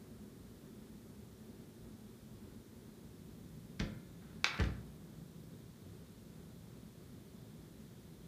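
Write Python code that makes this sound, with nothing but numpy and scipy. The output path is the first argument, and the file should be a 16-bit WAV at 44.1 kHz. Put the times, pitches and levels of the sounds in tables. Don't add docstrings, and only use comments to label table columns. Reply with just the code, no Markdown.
import sys
import numpy as np
from scipy import signal
from scipy.fft import rfft, irfft
from scipy.io import wavfile
from scipy.ndimage import uniform_filter1d

SR = 44100
rng = np.random.default_rng(int(sys.argv[2]) if len(sys.argv) > 2 else 0)


def put_to_file(sound):
    columns = np.atleast_2d(sound).T
    safe = np.clip(columns, -1, 1)
    whole_steps = np.round(safe * 32767)
    wavfile.write(sys.argv[1], SR, whole_steps.astype(np.int16))


N = 364707

# start_s, thump_db, thump_centre_hz, clack_db
BLOWS = [(3.8009, -6, 192, -18), (3.811, -13, 338, -18.5), (3.828, -9, 167, -27), (4.590, -12.5, 316, -15),
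         (4.599, -2, 98, -17), (4.606, -20, 228, -11.5), (4.637, -4, 102, -20), (4.655, -20, 292, -31)]


def gain_of(db):
    return 10 ** (np.asarray(db) / 20)


def unit(x):
    return x / np.sqrt(np.sum(x ** 2) + 1e-20)


def read(points, hz):
    freq_hz, value = np.transpose(points)
    return np.interp(np.log(hz + 1), np.log(freq_hz + 1), value)


def add(mix, start_s, sound):
    part = mix[round(start_s * SR):][:len(sound)]
    part += sound[:len(part)]


def noise(spectrum):
    colour = gain_of(read(spectrum, np.fft.rfftfreq(N, 1 / SR)))
    return unit(irfft(rfft(rng.standard_normal(N)) * colour, N)) * np.sqrt(N)


def modes(table):
    t = np.arange(SR) / SR
    return unit(sum(gain_of(db - 60 * t / t60_s) * np.sin(2 * np.pi * hz * t) for hz, db, t60_s in table))


def crack(spectrum, t60_s, tilt_db_per_oct=0, size=4096):
    hz = np.fft.rfftfreq(size, 1 / SR)
    burst = rfft(rng.standard_normal(size) * gain_of(-60 * np.arange(size) / SR / t60_s))
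    broad_shape = np.sqrt(uniform_filter1d(abs(burst) ** 2, size=36))
    colour = gain_of(read(spectrum, hz) + tilt_db_per_oct * np.log2(hz + 100))
    log_gain = np.log(colour / broad_shape)
    mirrored = np.r_[log_gain, log_gain[-2:0:-1]]
    minimum_phase = np.exp(np.conj(signal.hilbert(mirrored)))
    return unit(irfft(burst * minimum_phase[:len(hz)]))


def move(start_s, length_s):
    return np.clip((np.arange(N) / SR - start_s) / length_s, 0, 1)


def room(x, rise_s, spacing=16):
    # freq_hz, t60_s
    decay = [(60, 0.38), (200, 0.67), (600, 0.61), (1500, 0.52), (2500, 0.39), (4000, 0.38), (7000, 0.24),
             (14000, 0.33)]
    taps = np.zeros(SR)
    slots = np.arange(0, SR - spacing, spacing)
    taps[slots + rng.integers(0, spacing, len(slots))] = rng.choice([-1, 1], len(slots))
    hz, t, bands = signal.stft(taps, SR, nperseg=256)
    tail = signal.istft(bands * gain_of(-60 * t / read(decay, hz)[:, None]), SR)[1]
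    tail *= 1 - np.exp(-(np.arange(len(tail)) / SR / rise_s) ** 2)
    return signal.fftconvolve(x, unit(tail))[:N]


def ventilation(rumble_db=-56.5, hiss_db=-68, waver_db=0.72, wall_db=-4, wall_hz=200):
    # freq_hz, relative_db
    duct = [(12, -39), (22, -19), (39, -11.5), (58, -0.5), (75, -4.5), (110, 0.5), (170, -3.5), (240, -3.5),
            (310, -10), (420, -13.5), (520, -16), (730, -23.5), (1550, -28.5), (2700, -38.5), (6000, -54)]
    # pitch_hz, width_hz, doorway_db, step_back_db
    standing = [(165, 18, -77, -57.5), (215.4, 11, -60, -62.5), (376.7, 59.5, -64.5, -65)]
    # freq_hz, relative_db
    hiss = [(100, -1.5), (2000, 2.5), (2750, 0), (3600, 3.5), (4900, 2), (8000, 1), (15000, -0.5)]
    stepped = move(start_s=2.8, length_s=0.43)
    turned = move(start_s=5.23, length_s=0.42)
    waver = noise([(0, 0), (3, 0), (12, -30), (60, -120)])
    air = gain_of(rumble_db) * noise(duct)
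    for hz, width_hz, doorway_db, step_back_db in standing:
        wave = signal.lfilter(*signal.iirpeak(hz, hz / width_hz, fs=SR), noise(duct))
        turn_db = wall_db * min(wall_hz / hz, 1) ** 2
        level_db = doorway_db + (step_back_db - doorway_db) * stepped + turn_db * turned
        air += gain_of(level_db) * unit(wave) * np.sqrt(N)
    return gain_of(waver_db * waver) * air + gain_of(hiss_db) * noise(hiss)


def vent(start_db=-84, rise_db_per_s=0.8):
    level_db = start_db + rise_db_per_s * np.arange(N) / SR
    hiss = noise([(1500, -26), (2800, -10.5), (3500, -1.5), (4100, -4.5), (5200, -17), (10000, -38)])
    return gain_of(level_db) * hiss


def catch(spring_start_s=3.8, spring_db=-29):
    # start_s, clack_db, tick_db, relative_tilt_db_per_oct
    clicks_and_echo = [(3.795, -27, -45, -2), (3.7995, -17.5, -27, 2.5), (4.4434, -6, -5, -3),
                       (4.4444, -30, -6, 2), (4.467, -18, -37, -6), (4.577, -25, -46, -3),
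                       (4.5992, -18.5, -35, 1), (4.63, -34, -47, 4), (4.639, -24, -47, 1),
                       (4.655, -32, -41, 7)]
    # freq_hz, relative_db
    metal = [(100, -38), (500, -16), (1050, -14), (1400, -2), (1850, -6.5), (2250, 4), (2800, -6),
             (3500, -1.5), (4600, -4), (6300, -10), (8000, -22.5), (11000, -35), (15000, -35)]
    # pitch_hz, relative_db, t60_s
    catch_modes = [(720, -14, .09), (1330, -7, .05), (1680, -6, .05), (2090, -1, .045), (2370, -2, .035),
                   (2830, 2, .018), (3480, -1, .022), (4170, -5, .02), (4600, -1, .022), (5100, -7, .02),
                   (5620, -7, .022), (6250, -8, .02), (7200, -13, .015)]
    # pitch_hz, relative_db, t60_s
    ring_modes = [(770, -7, .4), (958, -7, .4), (1292, -2, .5), (1362, -2, .4), (1396, -2, .4),
                  (1691, 0, .45), (2068, -1, .4), (2296, 0, .3), (2435, 1, .27), (2929, -1, .22),
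                  (3393, 1, .25), (3546, 1, .25), (3774, 2, .15)]
    # pitch_hz, relative_db, t60_s
    spring_modes = [(1400, 6, 1.1), (1720, 0, 1.8), (2100, 4, 1.2), (2350, -3, 1.6)]
    out, clack, ring = np.zeros(N), modes(catch_modes), modes(ring_modes)
    for start_s, clack_db, tick_db, tilt in clicks_and_echo:
        add(out, start_s, gain_of(tick_db) * crack(metal, t60_s=0.0086, tilt_db_per_oct=tilt - 1.0))
        add(out, start_s, gain_of(clack_db - 0.5) * crack(metal, t60_s=0.029, tilt_db_per_oct=tilt - 1.5))
        add(out, start_s, gain_of(clack_db - 7.5) * clack)
    out += gain_of(-4) * room(out, rise_s=0.0055)
    for start_s, clack_db, _, _ in clicks_and_echo:
        add(out, start_s, gain_of(clack_db - 10) * ring)
    add(out, spring_start_s, gain_of(spring_db) * modes(spring_modes))
    return signal.lfilter(*signal.butter(2, 330, "highpass", fs=SR), out)


def booms(swell_s=0.0037):
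    # start_s, pitch_hz, level_db, t60_s
    swings = [(3.800, 49, -8, .28), (4.603, 62.5, .5, .47)]
    out = np.zeros(N)
    swell = 1 - np.exp(-np.arange(SR) / SR / swell_s)
    for start_s, hz, level_db, t60_s in swings:
        add(out, start_s, gain_of(level_db) * unit(modes([(hz, 0, t60_s)]) * swell))
    return out


def thumps():
    # pitch_hz, relative_db, t60_s
    leaf_modes = [(87, -6, .28), (97, 0, .38), (124, -3, .36), (152, 1, .21), (183, -5, .18), (202, 1, .18),
                  (250, -10, .2), (285, -10, .17), (323, -7, .16), (354, -6, .33), (433, -5, .34),
                  (525, -11, .32), (575, -12, .26), (680, -13, .3), (850, -13, .35)]
    out, leaf = np.zeros(N), modes(leaf_modes)
    for start_s, thump_db, centre_hz, _ in BLOWS:
        contact = signal.butter(1, [centre_hz / 1.5, centre_hz * 1.5], "bandpass", fs=SR)
        add(out, start_s, gain_of(thump_db) * unit(signal.lfilter(*contact, leaf)))
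    return out + gain_of(-8.5) * room(out, rise_s=0.015)


def clacks():
    # freq_hz, relative_db
    wood = [(100, -3.5), (300, 9.5), (700, 2.5), (1050, 0.5), (1400, 2.5), (1800, 8.5), (2400, -2),
            (3000, -5), (5000, -35), (8000, -23), (15000, -49)]
    out = np.zeros(N)
    for start_s, _, _, clack_db in BLOWS:
        add(out, start_s, gain_of(clack_db) * crack(wood, t60_s=0.07))
    return out + gain_of(-7) * room(out, rise_s=0.0033)


def rub(rise_share=0.13, fade_db_per_length=-10, grip_db=2):
    # start_s, length_s, level_db
    rubs = [(4.177, .36, -70), (4.537, 0.039, -46)]
    pressure = np.zeros(N)
    for start_s, length_s, level_db in rubs:
        progress = np.arange(0, 2 * length_s, 1 / SR) / length_s
        rise = np.minimum(progress / rise_share, 1) ** 2
        fade_db = fade_db_per_length * np.maximum(progress - rise_share, 0)
        add(pressure, start_s, rise * gain_of(level_db + fade_db))
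    grip = noise([(0, 0), (60, 0), (200, -60), (600, -140)])
    friction = noise([(300, -18), (1000, -6), (1600, -2), (2400, -11), (3500, -16), (9000, -39)])
    return pressure * gain_of(grip_db * grip) * friction


def scene():
    return (thumps() + booms() + clacks() + catch() + rub() + ventilation() + vent())[None]


def record(dry):
    low_hz, high_hz = 30, 15400
    thinned = signal.sosfilt(signal.butter(2, low_hz, "highpass", fs=SR, output="sos"), dry)
    lowpass = signal.firwin(511, high_hz, window=("kaiser", 9), fs=SR)
    return signal.oaconvolve(thinned, lowpass[None], "same")


dry = scene()
out = record(dry)
put_to_file(out)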